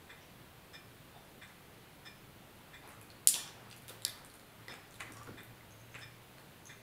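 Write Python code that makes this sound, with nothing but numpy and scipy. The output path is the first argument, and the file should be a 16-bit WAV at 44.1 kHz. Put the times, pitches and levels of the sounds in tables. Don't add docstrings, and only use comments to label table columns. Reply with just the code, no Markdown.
import sys
import numpy as np
from scipy import signal
from scipy.io import wavfile
from scipy.ndimage import uniform_filter1d

SR = 44100
rng = np.random.default_rng(int(sys.argv[2]) if len(sys.argv) > 2 else 0)


def transcribe(signal):
    frames = np.atleast_2d(signal).T
    limited = np.clip(frames, -1, 1)
    pcm = np.round(limited * 32767).astype(np.int16)
    wavfile.write(sys.argv[1], SR, pcm)


def natural_amplitude(level_db):
    exponent = np.asarray(level_db, float) / 20
    return 10 ** exponent


N = 300756


def evened(x):
    return x / np.sqrt(np.mean(x ** 2) + 1e-20)


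def peaked(x):
    return x / np.max(abs(x))


def smoothed(x, size):
    once = uniform_filter1d(x, size=size)
    return evened(uniform_filter1d(once, size=size))


def read(points, hz):
    f, value = np.transpose(points)
    return np.interp(np.log(hz + 1), np.log(f + 1), value)


def add(mix, s, sound):
    part = mix[round(s * SR):][:len(sound)]
    part += sound[:len(part)]


def banded(x, hz=15700):
    lowpass = signal.firwin(401, hz, window=("kaiser", 8), fs=SR)
    return signal.oaconvolve(x, lowpass, "same")


def noise(tone, patchy_db):
    hz = np.fft.rfftfreq(1024, 1 / SR)
    a, b, patches = rng.standard_normal((N // 256 + 5, 513, 3)).T
    patches = uniform_filter1d(patches, size=12, axis=0)
    patches = evened(uniform_filter1d(patches, size=14, axis=1))
    z = (a + 1j * b) * natural_amplitude(read(tone, hz)[:, None] + patchy_db * patches)
    return evened(signal.istft(z, nperseg=1024, noverlap=768)[1][:N])


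def ring(hz, t60, size=2048):
    t = np.arange(size) / SR
    return natural_amplitude(-60 * t / max(t60, .0005)) * np.sin(2 * np.pi * hz * t)


def contact(ms):
    t = np.arange(200) / SR
    edge = 3 * (t == 0)
    return (rng.standard_normal(len(t)) + edge) * np.exp(-t * 1000 / ms)


def blip(hz, cycles):
    u = np.arange(600) / SR * hz / cycles
    return peaked(u * np.exp(-2 * u) * np.sin(2 * np.pi * cycles * u))


def causal(tone):
    hz = abs(np.fft.fftfreq(2048, 1 / SR))
    log_gain = np.log(natural_amplitude(np.maximum(read(tone, hz), -100)))
    return np.fft.ifft(np.exp(np.conj(signal.hilbert(log_gain)))).real[:600]


def echoes(rows):
    taps = np.zeros(2000)
    for ms, db in rows:
        taps[round(ms * SR / 1000)] = natural_amplitude(db) * rng.choice([-1, 1])
    return taps


def ringing(s, db, hz, t60, room_db):
    tone = natural_amplitude(db) * ring(hz, t60, size=12000)
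    return s, tone, natural_amplitude(room_db) * tone


def click(s, db, snap_hz, knock_hz, knock_db, room_db):
    touch = contact(0.61)
    snap = peaked(np.convolve(touch, blip(snap_hz, cycles=1.2)))
    knock = peaked(np.convolve(touch, blip(knock_hz, cycles=1.17)))
    lead = 200
    sound = banded(np.pad(natural_amplitude(db) * (snap + natural_amplitude(knock_db) * knock), (lead, 0)))
    return s - lead / SR, sound, natural_amplitude(room_db) * sound


# pitch_hz, t60_s
KITCHEN_DECAY = [(300, 0.29), (1300, 0.58), (3500, 0.52), (7000, 0.42), (11000, 0.32), (15500, 0.44)]


def room(gap_s, build_s):
    t = np.arange(SR * 2 // 3) / SR
    taps = np.zeros(len(t))
    at = np.arange(0, len(t) - 16, 16)
    taps[at + rng.integers(0, 16, len(at))] = rng.choice([-1., 1.], len(at))
    hz, frame_s, z = signal.stft(taps, SR, nperseg=256)
    decay = natural_amplitude(-60 * frame_s / read(KITCHEN_DECAY, hz)[:, None])
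    tail = signal.istft(z * decay, SR, nperseg=256)[1][:len(t)]
    tail = tail * np.clip((t - gap_s) / build_s, 0, 1)
    return tail / np.linalg.norm(tail)


# pitch_hz, level_db (per Hz)
AIR_TONE = [(27, -36.5), (45, -7.5), (62, -6), (82, -6), (115, -0.5), (200, -6.5), (500, -10.5),
            (1000, -13.5), (2800, -18), (4200, -22), (5400, -28), (7500, -28.5), (11000, -26),
            (16000, -26.5)]


def air():
    return natural_amplitude(-57) * noise(AIR_TONE, patchy_db=0.55)


# middle_s, length_s, level_db
HUM_SWELLS = [(0.94, 0.22, -67), (1.856, .25, -69), (3.02, .2, -68), (3.823, 0.54, -61), (4.616, 0.13, -61),
              (5.188, 0.47, -57.5), (5.5, 0.083, -58.5), (5.951, 0.65, -59)]


def hum():
    pitch_hz, wander_hz = 113.5, 4.82
    level_db, waver_db, flutter_share = -73, 1.5, 0.21
    t = np.arange(N) / SR
    wander, waver, flutter = [smoothed(x, size)
                              for x, size in zip(rng.standard_normal((3, N)), (3000, 3000, 500))]
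    level = natural_amplitude(level_db + waver_db * waver)
    for s, length, db in HUM_SWELLS:
        level += natural_amplitude(db) * np.exp(-(2 * (t - s) / length) ** 4)
    phase = 2 * np.pi * np.cumsum(pitch_hz + wander_hz * wander) / SR
    return level * (1 + flutter_share * flutter) * np.sin(phase)


CASE_HZ = [1600, 1710, 1790, 1900, 2030, 2390, 3260, 3420, 3510, 3595, 5030, 5180, 5290, 5910, 7550, 7850]
CASE_T60 = [.02, 0.09, .08, 0.028, 0.046, .07, 0.033, 0.04, 0.032, 0.064, .03, 0.039, 0.018, .02, 0.022,
            0.02]
# tick_db, tock_db
CASE_DB = [(-25, -39), (-10.5, -20), (-4, 0.5), (-2, -1), (-1.5, -9), (-3.5, 1.5), (-22, -27), (-9, -4.5),
           (-8, -4), (-7.5, -2), (-27.5, -15), (-22, 1), (-24, -19), (-28, -19), (-16, -11), (-20, -19)]
# tick_db, tock_db
BEAT_DB = (-54, -52.5)


def clock():
    first_tick_s, swing_s, tock_lag_s = .095, 1.3197, .6388
    out, heard = np.zeros(N), []
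    body = SR // 20
    for side in range(2):
        path = room(0.00038, 0.0056)
        t = np.arange(len(path)) / SR
        path *= 1 + natural_amplitude(2) * np.exp(-(t / .04) ** 2)
        path[0] = natural_amplitude(-8)
        beat = 0
        for hz, t60, db in zip(CASE_HZ, CASE_T60, CASE_DB):
            mode = signal.fftconvolve(ring(hz, t60, size=3000), path)
            beat = beat + natural_amplitude(db[side]) * mode / np.std(mode[:body])
        heard.append(beat / np.std(beat[:body]))
    for s in np.arange(first_tick_s, N / SR, swing_s):
        for side in range(2):
            add(out, s + side * tock_lag_s, natural_amplitude(BEAT_DB[side]) * heard[side])
    return out


# start_s, level_db (peak), pitch_hz, t60_s
BUMPS = [(.212, -56, 5740, 0.0072), (.212, -56, 3100, .008), (0.391, -61, 324, .06),
         (1.15, -51, 825, 0.013), (1.15, -58.5, 3590, .03), (3.35, -44.5, 950, 0.009),
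         (3.891, -55, 516, 0.074), (4.061, -52, 1760, 0.016), (5.091, -55, 303, 0.065),
         (5.15, -58, 1125, .06), (5.2, -58, 1176, 0.077), (5.276, -53, 109, 0.087), (5.29, -50, 213, .06),
         (5.278, -43, 390, 0.013), (5.331, -51.5, 330, 0.041), (5.399, -53, 271, 0.026),
         (5.944, -33.5, 2340, 0.0027)]


def bumps():
    return [ringing(*row, room_db=7) for row in BUMPS]


# start_s, level_db (of the snap), pitch_hz (of the knock)
KNOCKS = [(1.4344, -50, 1860), (3.7276, -45, 3110), (4.6826, -40.5, 4160), (5.0072, -42.5, 4200),
          (4.7228, -42.5, 2370), (4.74, -42.5, 2320), (5.0017, -43, 2260), (5.0056, -34.5, 2120),
          (5.0096, -38, 2050), (5.4058, -46.5, 1620), (5.9504, -46, 2410), (6.3831, -52, 1584)]


def knocks():
    return [click(s, db, 8100, hz, knock_db=5, room_db=-3.5) for s, db, hz in KNOCKS]


# start_s, level_db (peak), pitch_hz (of the snap)
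SKIPS = [(1.4767, -49, 6320), (2.876, -42, 10580), (2.892, -44, 9150), (2.92, -47, 8010),
         (3.014, -38.5, 10600), (3.1018, -50, 9400), (3.7022, -43, 9300), (3.7645, -40, 10200),
         (3.77, -46, 9900), (3.822, -42.5, 9900), (4.176, -48, 8570), (4.2485, -38, 9700),
         (4.2595, -52, 11100), (4.3405, -42, 9800), (4.3664, -54, 10530), (4.9097, -45, 8190),
         (4.9624, -50, 8350), (5.1223, -44, 6800), (5.1215, -41, 10100), (5.1334, -54, 9550),
         (5.169, -46, 9400), (5.171, -47, 6500), (5.233, -42.5, 8400), (5.274, -49, 11400),
         (5.4332, -40.5, 12700), (5.4744, -53, 11300), (5.9916, -43, 9400)]


def skips():
    return [click(s, db, hz, 2000, knock_db=-13.5, room_db=-0.5) for s, db, hz in SKIPS]


# start_s, hold_s, level_db, release_db_per_s
RUB_STROKES = [(2.653, .02, -60, 100), (2.821, .09, -49, 148), (3.33, 0.021, -47, 68),
               (3.45, 0.19, -55, 42.5), (3.873, 0.016, -50, 80), (4.05, .12, -54.5, 75),
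               (4.58, 0.089, -57.5, 103), (4.676, .01, -46.5, 99), (4.989, 0.014, -47, 153),
               (5.064, 0.13, -54, 102), (5.257, .01, -48, 172)]
# pitch_hz, level_db (per Hz)
RUB_TONE = [(88, -23), (150, -23.5), (373, -10), (570, -15), (799, -11.5), (981, -12.5), (1420, -13.5),
            (5000, -30.5), (6500, -40), (11000, -120)]


def rustle():
    rise_s = 0.016
    t, power = np.arange(N) / SR, np.zeros(N)
    for s, hold_s, db, fall_db in RUB_STROKES:
        late = np.maximum(t - s - rise_s - hold_s, 0)
        rise = np.clip((t - s) / rise_s, 0, 1)
        power += (rise * natural_amplitude(db - 6.5 - fall_db * late)) ** 2
    return np.sqrt(power) * noise(RUB_TONE, patchy_db=2.5)


# start_s, level_db (peak), pitch_hz, t60_s
RINGS = [(3.014, -53, 2490, .03), (3.103, -42, 4320, 0.0081), (4.432, -62, 8500, .01),
         (4.683, -35, 1980, 0.016), (5.006, -34, 2020, 0.02), (5.012, -45.5, 2024, 0.075),
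         (5.008, -44, 1090, 0.042), (5.121, -51, 5880, 0.025), (5.121, -52, 9650, 0.036),
         (5.17, -48, 5620, .015), (5.17, -54, 7450, .012), (5.274, -42, 1430, 0.016),
         (5.278, -51, 860, 0.02), (5.609, -48.5, 2036, 0.023), (5.985, -45.5, 1605, 0.033),
         (6.384, -50, 4370, .01)]


def rings():
    return [ringing(*row, room_db=-3) for row in RINGS]


# start_s, level_db (peak), pitch_hz
STONE = [
    (3.2724, -32, 810),
    (4.0499, -32, 4900),
]


def stone():
    return [ringing(*row, t60=0.0034, room_db=-26) for row in STONE]


# start_s, level_db (peak), room_db
CRACKS = [
    (3.2733, 0, -2),
    (4.0503, -10, -10),
    (3.8811, -29.5, 5),
]
# pitch_hz, level_db (per Hz)
CRACK_TONES = [
    [(180, -67.5), (300, -41.5), (586, -38), (716, -39), (1000, -26), (1180, -23.5), (3690, -12),
     (5330, -6.5), (6300, -8), (6970, -1), (7960, -3.5), (9730, 3.5), (13600, -10), (16400, -25.5)],
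    [(710, -38), (1200, -28), (1760, -24), (2660, -14), (3780, 9), (4310, 6), (5250, 4.5), (6750, -4),
     (7280, 0), (10900, 2), (15300, -14), (16400, -29)],
    [(1000, -33), (2000, -1.5), (3600, 2.5), (6000, -5), (9000, -0.5), (12000, 0), (16500, -7),
     (18000, -49)],
]
# later_ms, level_db
CRACK_REPEATS = [
    [(.3, -12), (.58, -10), (.9, -11), (1.3, -8.5), (1.9, -15.5), (2.4, -15)],
    [(.4, -2), (.8, -7), (1.6, -7), (2.3, -8)],
    [(.3, -10), (.8, 25), (9.5, -4)],
]


def cracks():
    hits = []
    for (s, db, room_db), tone, chatter in zip(CRACKS, CRACK_TONES, CRACK_REPEATS):
        repeats, crack = abs(echoes(chatter)), peaked(causal(tone))
        repeats[0] = 1
        whole = peaked(np.convolve(repeats, crack))
        hits.append((s, natural_amplitude(db) * whole, natural_amplitude(db + room_db) * crack))
    return hits


# start_s, level_db (peak), pitch_hz, t60_s
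SHELL_SONG = [(3.2735, -25.5, 6840, 0.018), (3.2735, -23.5, 10000, 0.013), (3.2733, -31, 8440, 0.0055),
              (3.2735, -35, 5420, 0.01), (3.2735, -38, 11900, 0.0066), (4.0505, -34, 4520, .006),
              (4.0505, -43, 5350, 0.0032)]


def shell_song():
    return [ringing(*row, room_db=2.5) for row in SHELL_SONG]


# start_s, level_db (peak), pitch_hz (of the snap)
BOUNCES = [(3.338, -29, 7500), (3.3419, -24.5, 5000), (3.4774, -41, 5020), (3.713, -42, 4660),
           (4.021, -41, 9500), (4.0804, -31, 10100), (4.3004, -44.5, 9770), (4.3964, -47.5, 8540),
           (4.9416, -47.5, 8910), (4.9436, -44.5, 9500), (6.3977, -50, 8660), (6.6706, -46.5, 6500)]


def bounces():
    return [click(s, db, hz, 4050, knock_db=-2.5, room_db=-0.5) for s, db, hz in BOUNCES]


# start_s, level_db (peak)
TAG_STRIKES = [
    (5.708, -55.5),
    (5.80, -59),
    (5.92, -59),
    (6.656, -46),
]
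# pitch_hz, level_db, t60_s
TAG_MODES = [(6210, -5, .012), (6450, -1.5, 0.017), (10200, -7, 0.014)]


def collar_tag():
    return [ringing(s, db + mode_db, hz, t60, room_db=4.5)
            for s, db in TAG_STRIKES for hz, mode_db, t60 in TAG_MODES]


# later_ms, level_db
WALLS = [(5.5, -23), (10.0, -24), (11.5, -18), (13.6, -19.5), (14.7, -14), (19.2, -19.5), (24, -23)]


def counter():
    hits = cracks() + skips() + bounces() + knocks()
    hits += bumps() + rings() + shell_song() + stone() + collar_tag()
    direct, sent = np.zeros(N), np.zeros((3, N))
    for k, (s, near, far) in enumerate(hits):
        add(direct, s, near)
        add(sent[k % len(sent)], s, far)
    for x in sent:
        paths = room(.001, 0.005)
        scatter = contact(1.5)[1:]
        add(paths, 0, natural_amplitude(7.5) * np.convolve(echoes(WALLS), scatter / np.linalg.norm(scatter)))
        direct += signal.oaconvolve(x, banded(paths))[:N]
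    return direct


def scene():
    near = banded(counter(), hz=16600)
    soft = banded(clock() + rustle() + air())
    return (near + hum() + soft)[None]


def low_pass(x):
    return signal.sosfilt(signal.butter(12, 16500, fs=SR, output="sos"), x)


def record(dry):
    return low_pass(dry)


dry = scene()
out = record(dry)
transcribe(out)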